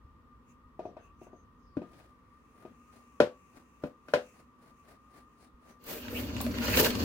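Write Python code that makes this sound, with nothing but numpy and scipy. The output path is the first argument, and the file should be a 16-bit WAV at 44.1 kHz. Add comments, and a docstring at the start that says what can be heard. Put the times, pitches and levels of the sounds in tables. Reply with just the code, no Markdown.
"""A small tiled room with a faint hum and a wavering whine. A plastic handle taps the socket of a
hollow plunger head, ringing its modes, and is screwed in: the palm slides and squeaks, the thread
ticks, rubs at each twist and jumps with loud knocks. Then the plunger churns soapy water in a plastic
bucket: trapped air throbs and gulps, bubbles ring, spray slaps and suds fizz."""
import sys
import numpy as np
from scipy import signal
from scipy.fft import rfft, irfft, next_fast_len
from scipy.io import wavfile
from scipy.ndimage import uniform_filter1d

SR = 44100
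rng = np.random.default_rng(int(sys.argv[2]) if len(sys.argv) > 2 else 0)


def master(y):
    """Save y as 16-bit WAV."""
    cut = np.clip(np.atleast_2d(y).T, -1, 1)
    pcm = np.round(cut * 32767)  # scale
    wavfile.write(sys.argv[1], SR, pcm.astype(np.int16))


N = 310464
WATER_START_S = 5.78
TIME_S = np.arange(N) / SR
WATER_TIME_S = TIME_S[int(WATER_START_S * SR):]
WATER_N = len(WATER_TIME_S)
SIDES = np.array([[1], [-1]])

# Diffuse field. Each row: frequency in Hz, left-right correlation.
STEREO_CORRELATION = [(60, .93), (250, .88), (600, .6), (1200, .2), (2200, 0), (4400, -.2), (8000, 0),
                      (16000, 0)]
# Noise spectra. Each row: frequency in Hz, relative level in dB.
ROOM_TONE_SPECTRUM = [(15, -42), (25, -38.5), (53, -9.5), (130, -13.5), (249, -9.5), (384, -18), (489, -17),
                      (796, -38.5), (1160, -12), (1480, -29.5), (1840, -35), (2410, -33.5), (2690, -34),
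                      (3920, -41), (9000, -49.5), (16000, -49.5)]
PALM_SPECTRUM = [(900, -27), (2000, 2.5), (2700, 10.5), (3300, -17), (5000, -9.5), (6400, 2), (8000, -5.5),
                 (9800, -6), (11500, -12.5), (16000, -9)]
SHELL_SPECTRUM = [(30, -29.5), (80, -3.5), (150, -0.5), (250, 6.5), (500, -5), (750, -10), (1000, -18.5),
                  (1500, -7), (2100, -9.5), (3000, -5.5), (5000, -5.5), (8000, -16.5), (11000, -21),
                  (16000, -31.5)]   # dense upper modes and room ring of a blow
RUB_SPECTRUM = [(60, -4), (230, 4.5), (450, 2.5), (750, 0.5), (1000, -5), (1900, -5.5), (3000, -16),
                (8000, -24)]
HISS_SPECTRUM = [(800, -39), (2300, 6.5), (3300, -5.5), (4200, 5.5), (6500, -1.5), (8300, -1), (9800, 6.5),
                 (12000, -24), (14500, -5.5), (16000, -3.5)]
GURGLE_SPECTRUM = [(200, -3), (330, -6), (410, -9), (458, -17), (510, -1), (590, -8), (660, -8), (900, -11),
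                   (1500, -7)]
SPLASH_SPECTRUM = [(450, -12), (720, -5), (1150, -5), (1600, -0.5), (2050, -1.5), (2300, 0), (2800, 5.5),
                   (3500, -4.5), (4400, 4.5), (5500, -3), (7200, -2.5), (9000, -32), (12000, -10)]
FOAM_SPECTRUM = [(3000, 0), (8000, -6), (10000, -7.5), (12500, 2), (15500, 5.5), (17000, -44)]
# Resonances. Each row: centre in Hz, width in Hz, relative level in dB.
HUM_BANDS = [(62.7, 3.7, -74.5), (242.2, 9.7, -69), (1037, 237, -72), (1853, 35, -81.5)]
BUCKET_AIR_MODES = [(61.2, 5.5, -4), (74.8, 7.4, -1), (96.8, 11.2, -1.5), (121, 4.4, -25), (202, 10.2, -4),
                    (243.8, 13, 4.5), (267.5, 18.3, -1.5)]
CUP_AIR_MODES = [(392, 41, -4.5), (456.3, 37, -0.5), (538.6, 32, -5), (596, 16, -6)]

# Hand on the soft head. Each row: start in seconds, pitch in Hz, level in dB.
HAND_BUMPS = [(0.046, 71, -47.5), (0.049, 120, -53), (0.657, 65.4, -51), (5.541, 56, -51.5)]
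# Squeaks. Each row: centre and half length in seconds, start and end pitch in Hz, relative level in dB.
SQUEAK_GLIDES = [(0.503, 0.019, 7040, 6200, -81), (.875, .028, 6050, 5730, -81),
                 (1.047, .05, 2700, 2610, -76.5), (1.042, .023, 6400, 6500, -81),
                 (1.23, .033, 5960, 6320, -83), (1.377, .035, 6500, 6260, -81.5),
                 (1.624, 0.036, 6600, 6240, -88.5), (1.702, 0.057, 5500, 4300, -85),
                 (2.334, 0.12, 2230, 1825, -85), (2.597, 0.044, 9300, 9700, -84),
                 (5.473, .031, 4200, 3560, -86), (5.712, .032, 6630, 5800, -80),
                 (6.173, 0.015, 2325, 3110, -41.5)]
# Fingers shifting before the thread bites. Each row: centre in seconds, relative level in dB.
FINGER_SHIFTS, SHIFT_HALF_S = [(.51, -73), (1.055, -75), (1.24, -68)], 0.027
# Taps on the socket and ticks of the scraping thread. Each row: start in seconds, then thud, body,
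# clack and crack force in dB.
TAPS_AND_THREAD_TICKS = [(.7922, -49, -35, -50, -68.5), (.853, -47, -37.5, -57, -72.5),
                         (.967, -63, -44, -47.5, -75), (1.215, -49.5, -51.5, -61, -83),
                         (1.267, -57, -53.5, -55, -89), (1.331, -55, -52.5, -69, -86),
                         (1.817, -44.5, -46, -49, -73.5), (1.932, -53, -64, -60, -70),
                         (2.0, -77, -58, -60, -73), (2.651, -47.5, -48, -53, -75)]
# Thread jumping in the socket. Same columns.
THREAD_KNOCKS = [(1.768, -30.5, -37, -46.5, -68), (3.2012, -27, -12, -21, -39.5),
                 (3.836, -34.5, -31, -43, -62), (4.083, -58, -49, -47, -63),
                 (4.136, -35, -14.5, -21.5, -40)]
# Force bands in Hz: thud, body (two edges), clack, crack.
FORCE_BANDS_HZ = [280, 500, 800, 1400, 4500]
# Head modes, socket open or handle seated. Each row: frequency in Hz, gain in dB, T60 in seconds.
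OPEN_HEAD_MODES = [(370, 15.5, 0.019), (362, -0.5, 0.089), (471.5, -10, 0.25), (628, 5.5, 0.046),
                   (639, -11, 0.17), (706, -3.5, 0.14), (943, -3, 0.066), (2515, 3.5, 0.055)]
SEATED_HEAD_MODES = [(158.4, 5.5, 0.053), (287.6, 14, 0.039), (374, -2, 0.021), (501, -6.5, .21),
                     (583.5, -3, 0.16), (547, 7.5, 0.026), (740, -11, 0.048), (892, -23, 0.16),
                     (975, -21, 0.093), (1011, -10, 0.096), (1036, -17.5, 0.033), (1425, 8, 0.027),
                     (1486, -11, .13), (1523, -4, 0.071), (2515, 0, 0.084), (3190, -4.5, 0.042)]
# Twists. Each row: centre in seconds, then relative rub, hiss and palm levels in dB.
HANDLE_TWISTS = [(1.99, -64.5, -76.5, -83), (2.348, -88, -86, -95), (2.63, -64.5, -90, -79.5),
                 (2.97, -62, -71.5, -75.5), (3.24, -67, -82, -75), (3.578, -60, -72, -75),
                 (3.855, -56.5, -81, -77.5), (4.13, -57.5, -70.5, -89), (4.386, -63.5, -73, -66),
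                 (4.658, -62, -73.5, -92), (4.911, -58.5, -71, -74), (5.17, -59.5, -69.5, -79.5),
                 (5.428, -65.5, -69.5, -79), (5.695, -58.5, -71.5, -89)]
# Pace of the hand. Each row: time, half length of a twist, half length of a slide, all in seconds.
HAND_PACE = [(2.0, 0.091, 0.079), (3.4, 0.031, 0.14), (4.9, 0.037, 0.055)]

# Heaving of the water. Each row: time in seconds, relative level in dB.
HEAVE_CURVE = [(5.78, -64), (5.9, -56.5), (6.03, -47), (6.15, -40), (6.3, -38.5), (6.42, -35),
               (6.65, -34.5), (6.72, -31), (6.94, -35.5), (7.0, -30)]
# Water forced through the cup. Each row: peak time, rise and fall in seconds, then relative gurgle,
# splash and foam levels in dB.
PLUNGER_THRUSTS = [(5.91, .026, 0.059, -46, -46, -36.5), (6.17, 0.034, 0.054, -44.5, -51, -38),
                   (6.69, 0.058, 0.15, -43, -36, -37.5), (6.797, .027, 0.028, -28.5, -30, -22.5),
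                   (6.86, 0.021, .022, -31.5, -29.5, -28), (7.03, 0.034, .04, -60, -61, -40.5)]
# Single large bubbles. Each row: start in seconds, initial pitch in Hz, level in dB.
LARGE_BUBBLES = [(6.128, 470, -31.5), (6.405, 733, -34), (6.407, 1080, -32), (6.466, 590, -28.5),
                 (6.682, 540, -28.5), (6.776, 497, -23), (6.8, 435, -16), (6.826, 456, -21.5),
                 (6.954, 1100, -33), (7.021, 700, -37)]
# Slaps of spray. Each row: start in seconds, level in dB, centre in Hz.
SPRAY_SLAPS = [(5.84, -52, 12200), (6.083, -36.5, 1570), (6.366, -36, 2420), (6.404, -34, 3520),
               (6.413, -27, 15800), (6.418, -44, 15600), (6.465, -35, 2050), (6.541, -38, 1690),
               (6.585, -31, 1700), (6.686, -29.5, 1840), (6.772, -17.5, 2600), (6.799, -21, 5000),
               (6.846, -20.5, 3170), (6.904, -27, 2580), (6.952, -32.5, 3960)]
# Balance of the water. 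Each row: frequency in Hz, left minus right in dB.
WATER_BALANCE = [(100, 0.5), (700, 2), (1300, -0.5), (2400, -4.5), (4400, 0.5), (8100, 6.5), (15000, -0.5)]


def from_db(db):
    """Decibels to gain."""
    return np.exp(np.asarray(db) * (np.log(10) / 20))


def unit_rms(x):
    """Scale to unit rms."""
    return x / np.sqrt(np.mean(x ** 2) + 1e-20)


def at_hz(points, hz):
    """Interpolate on a log-frequency axis."""
    known_hz, values = np.transpose(points)
    return np.interp(np.log(np.maximum(hz, 1)), np.log(known_hz), values)


def add(out, start_s, sound):
    """Mix a short sound in."""
    place = out[:, max(int(start_s * SR), 0):][:, :sound.shape[-1]]
    place += sound[..., :place.shape[1]]


def drift(rate_hz):
    """Random wander, unit rms."""
    knots_s = np.arange(0, N / SR + 1, 1 / rate_hz)
    return unit_rms(np.interp(TIME_S, knots_s, rng.standard_normal(4096)[:len(knots_s)]))


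def diffuse(pair, spectrum=((1, 0),)):
    """Two unrelated signals to a diffuse stereo field; flat by default."""
    size = next_fast_len(pair.shape[-1])
    hz = np.fft.rfftfreq(size, 1 / SR)
    mid, side = rfft(pair, size)
    correlation = at_hz(STEREO_CORRELATION, hz)
    field = np.sqrt(1 + correlation) * mid + np.sqrt(1 - correlation) * side * SIDES
    return irfft(field * from_db(at_hz(spectrum, hz)), size)[:, :pair.shape[-1]]


def noise(size=N):
    """Two streams of white noise."""
    return rng.standard_normal((2, size))


def grit(grain_db, size=N):
    """Noise with uneven sample sizes: tiny slips or bursts."""
    return noise(size) * from_db(grain_db * np.minimum(rng.exponential(1, (2, size)), 6))


def resonant_noise(modes, size=N):
    """Noise through resonances, each at its own rms level."""
    drive, out = diffuse(noise(size)), 0
    for hz, width_hz, db in modes:
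        radius = np.exp(-2 * np.pi * width_hz / SR)
        section = [1, 0, -1, 1, -2 * radius * np.cos(2 * np.pi * hz / SR), radius ** 2]
        out = out + from_db(db) * unit_rms(signal.sosfilt([section, section], drive))
    return out


def ping(hz, cycles, rise):
    """Sine decaying by 60 dB; pitch rises by a fraction, as in a bubble nearing the surface."""
    life = np.linspace(0, 1, int(cycles / hz * SR) + 2)
    return np.sin(2 * np.pi * cycles * life * (1 + rise * life / 2)) * from_db(-60 * life)


def swells(rows):
    """Envelope of peaks that taper both ways."""
    grid_s = np.linspace(0, N / SR, 3000)
    peaks = [from_db(db + 1) / np.cosh(np.clip(1.235 * (grid_s - centre_s) / half_s, -40, 40))
             for centre_s, half_s, db in rows]
    return np.interp(TIME_S, grid_s, sum(peaks))


def room(x, wet_db, t60_s=0.35):
    """Direct sound plus the diffuse ring of tiled walls."""
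    t = TIME_S[:SR // 2]
    tail = diffuse(noise(len(t))) * from_db(-60 * t / t60_s) * (t > .003)
    tail /= np.sqrt(np.sum(tail ** 2) / 2)
    return x + from_db(wet_db) * signal.fftconvolve(x, tail, axes=1)[:, :x.shape[1]]


def background():
    """Room tone, low hum and a thin unsteady whine."""
    whine_hz = 1185 + 21.06 * drift(12) + 11 * drift(90)
    phase = 2 * np.pi * np.cumsum(whine_hz) / SR
    flutter_db = 2.8 * drift(40) + 1.5 * drift(9)
    whine = from_db(-66 + SIDES * 3 + flutter_db) * np.sin(phase + SIDES * 0.24)
    room_tone = from_db(-64.5) * unit_rms(diffuse(noise(), ROOM_TONE_SPECTRUM))
    return room_tone + resonant_noise(HUM_BANDS) + whine


def head_flex(grip_db=-64, hold_s=1.9, settle_db_per_s=10.5, rest_db=-75.5):
    """The gripped head flexes and rumbles until the thread holds, then settles."""
    level_db = np.maximum(grip_db - settle_db_per_s * np.maximum(TIME_S - hold_s, 0), rest_db)
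    spectrum = [(15, -30.5), (45, 6.5), (75, 5.5), (150, -5.5), (400, -32), (2000, -67)]
    return from_db(level_db) * unit_rms(diffuse(noise(), spectrum))


def hand_bumps():
    """The hand thumps the soft head."""
    out = np.zeros((2, N))
    for start_s, hz, db in HAND_BUMPS:
        add(out, start_s, from_db(db) * ping(hz, cycles=12, rise=0))
    return out


def squeaks(width_hz=110, gain_db=4):
    """Plastic under the palm, later air past the plunger's lip: gliding, stuttering noise bands."""
    out = np.zeros((2, N))
    for centre_s, half_s, start_hz, end_hz, db in SQUEAK_GLIDES:
        size = int(6 * half_s * SR)
        along = np.linspace(-3, 3, size)
        phase = 2 * np.pi * np.cumsum(np.interp(along, [-2, 2], [start_hz, end_hz])) / SR
        white = rng.standard_normal((2, 2, SR))[..., :size]
        spread_hz = width_hz + 0.21 * abs(end_hz - start_hz)   # a wide glide is less pure
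        in_phase, quadrature = signal.sosfilt(signal.butter(2, spread_hz, fs=SR, output="sos"), white)
        band = unit_rms(in_phase * np.cos(phase) + quadrature * np.sin(phase))
        envelope = from_db(db + gain_db + 2 * drift(120)[:size]) * np.exp(-along ** 2 / 2)
        add(out, centre_s - size / SR / 2, band * envelope)
    return out


def palm_slides(lead_s=0.115):
    """Skin rubs plastic: fingers shift, then the palm regrips before each twist."""
    pace_s, _, slide_half_s = np.transpose(HAND_PACE)
    twist_s, _, _, palm_db = np.transpose(HANDLE_TWISTS)
    slides = list(zip(twist_s - lead_s, np.interp(twist_s, pace_s, slide_half_s), palm_db))
    shifts = [(centre_s, SHIFT_HALF_S, db) for centre_s, db in FINGER_SHIFTS]
    return swells(shifts + slides) * unit_rms(diffuse(grit(grain_db=3.5), PALM_SPECTRUM))


def contacts(rows, modes, tail_db, tail_t60_s, snap_db, snap_s, contact_s, left_lead_s, pan_db=3.5):
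    """Each tap, tick or knock rings the head's modes, with a bright snap and a diffuse tail."""
    out, t = np.zeros((2, N)), TIME_S[:SR // 2]
    side_time_s = t + SIDES * left_lead_s / 2
    bright = signal.butter(2, 1300, "high", fs=SR, output="sos")
    attack = 1 - np.exp(-(t / contact_s) ** 2)
    for start_s, thud_db, body_db, clack_db, crack_db in rows:
        force = list(zip(FORCE_BANDS_HZ, [thud_db, body_db, body_db, clack_db, crack_db]))
        ring = sum(from_db(db + at_hz(force, hz) - 60 * t / t60_s) * np.sin(2 * np.pi * hz * side_time_s)
                   for hz, db, t60_s in modes)
        shell = diffuse(noise(len(t)), [(hz, db + at_hz(force, hz)) for hz, db in SHELL_SPECTRUM])
        tail = shell * from_db(tail_db - 60 * t / tail_t60_s)
        snap = signal.sosfilt(bright, shell) * from_db(snap_db) * np.exp(-t / snap_s)
        add(out, start_s, (ring + tail + snap) * attack * from_db(SIDES * pan_db / 2))
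    return signal.sosfilt(signal.butter(2, 55, "high", fs=SR, output="sos"), out + 1e-18)


def thread_rub():
    """The thread rubs and hisses unevenly at each twist."""
    pace_s, twist_half_s, _ = np.transpose(HAND_PACE)
    twist_s, rub_db, hiss_db, _ = np.transpose(HANDLE_TWISTS)
    half_s = np.interp(twist_s, pace_s, twist_half_s)
    rub = swells(zip(twist_s, half_s, rub_db)) * unit_rms(diffuse(grit(grain_db=3.5), RUB_SPECTRUM))
    hiss = swells(zip(twist_s, half_s, hiss_db)) * unit_rms(diffuse(grit(grain_db=0.5), HISS_SPECTRUM))
    return (rub + hiss) * from_db(2.02 * drift(110))


def bubble_cloud(low_hz, high_hz, cycles, spread_db, count):
    """Bubbles of random onset, pitch, strength and side, evened to unit level."""
    out = np.zeros((2, WATER_N))
    for when, pitch, rank, side in rng.random((count, 4)):
        ring = ping(low_hz * (high_hz / low_hz) ** pitch, cycles, rise=0.35)
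        gain = from_db(-spread_db * np.log(rank + 0.0085))
        pan = np.array([[np.cos(2 * np.pi * side)], [np.sin(2 * np.pi * side)]])
        add(out, when * WATER_N / SR, ring * gain * pan)
    power = np.abs(uniform_filter1d(np.mean(out ** 2, axis=0), size=2500))
    return out / np.sqrt(power + 1e-6)


def gurgle(level_db):
    """Low bubbles glug; air trapped in the cup resonates."""
    bubbles = bubble_cloud(260, 1040, cycles=9.3, spread_db=0, count=400)
    glugs = unit_rms(diffuse(room(bubbles, wet_db=-5), GURGLE_SPECTRUM))
    return from_db(level_db) * (from_db(-4) * glugs + resonant_noise(CUP_AIR_MODES, WATER_N))


def splash(level_db):
    """Small bubbles and tiny bursts, flickering in level."""
    drops = bubble_cloud(793.5, 10420, cycles=47, spread_db=4.5, count=2200)
    drops += from_db(-2) * unit_rms(grit(grain_db=2.5, size=WATER_N))
    envelope = from_db(level_db + 2.2 * drift(60)[-WATER_N:])
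    return envelope * unit_rms(diffuse(room(drops, wet_db=2.5), SPLASH_SPECTRUM))


def foam(relative_db):
    """Suds fizz in tiny bursts."""
    envelope = from_db(relative_db - 3.5 + 1.7 * drift(90)[-WATER_N:])
    return envelope * unit_rms(diffuse(grit(grain_db=1.5, size=WATER_N), FOAM_SPECTRUM))


def slaps_and_plops(slap_decay_s=0.0035):
    """Spray slaps sharply; single large bubbles ring."""
    out, t = np.zeros((2, WATER_N)), TIME_S[:SR // 20]
    for start_s, db, hz in SPRAY_SLAPS:
        spectrum = [(hz / 6, -22), (hz, 0), (hz * 3, -17), (hz * 7, -38)]
        spray = unit_rms(diffuse(noise(len(t)), spectrum))
        add(out, start_s - WATER_START_S, from_db(db) * spray * np.exp(-t / slap_decay_s))
    for start_s, hz, db in LARGE_BUBBLES:
        add(out, start_s - WATER_START_S, from_db(db) * ping(hz, cycles=29.7, rise=0.23))
    return room(out, wet_db=-4)


def water_levels_db(heave_db, reference_db=-35.5):
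    """Gurgle, splash and foam follow the heaving and swell at each thrust."""
    laws = [(-47.5, 0.81), (-46.5, 0.81), (-53.5, 0.78)]   # dB at the reference, dB per dB of heave
    power = np.array([from_db(db + slope * (heave_db - reference_db)) ** 2 for db, slope in laws])
    for peak_s, rise_s, fall_s, *levels_db in PLUNGER_THRUSTS:
        distance = np.abs(WATER_TIME_S - peak_s) / np.where(WATER_TIME_S < peak_s, rise_s, fall_s)
        power += (from_db(levels_db)[:, None] * np.exp(-.5 * distance ** 1.66)) ** 2
    return 10 * np.log10(power)


def water(fade_in_s=0.037):
    """Air throbs in the bucket under the churning water; all panned by frequency."""
    heave_db = np.interp(WATER_TIME_S, *np.transpose(HEAVE_CURVE))
    gurgle_db, splash_db, foam_db = water_levels_db(heave_db)
    throb = from_db(heave_db - 6) * resonant_noise(BUCKET_AIR_MODES, WATER_N)
    wash = throb + gurgle(gurgle_db) + splash(splash_db) + foam(foam_db) + slaps_and_plops()
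    wash *= np.clip((WATER_TIME_S - WATER_START_S) / fade_in_s, 0, 1)
    size = next_fast_len(2 * WATER_N)
    pan = from_db(SIDES * at_hz(WATER_BALANCE, np.fft.rfftfreq(size, 1 / SR)) / 2)
    panned = irfft(rfft(wash, size) * pan, size)[:, :WATER_N]
    return np.pad(panned, [(0, 0), (N - WATER_N, 0)])


def scene():
    """Plastic, water and room, summed."""
    taps_and_ticks = contacts(TAPS_AND_THREAD_TICKS, OPEN_HEAD_MODES, tail_db=8.5, tail_t60_s=0.36,
                              snap_db=6, snap_s=0.0031, contact_s=0.001, left_lead_s=-0.000099)
    knocks = contacts(THREAD_KNOCKS, SEATED_HEAD_MODES, tail_db=10, tail_t60_s=0.2,
                      snap_db=22.5, snap_s=0.0016, contact_s=0.0018, left_lead_s=0.00015)
    friction = (thread_rub() + palm_slides()) * from_db(SIDES * 1.2)
    handling = taps_and_ticks + knocks + friction + hand_bumps()
    return handling + squeaks() + head_flex() + water() + background()


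def record(dry, cutoff_hz=16000):
    """Steep low-pass."""
    return signal.sosfilt(signal.ellip(10, .1, 70, cutoff_hz, fs=SR, output="sos"), dry)


dry = scene()
out = record(dry)
master(out)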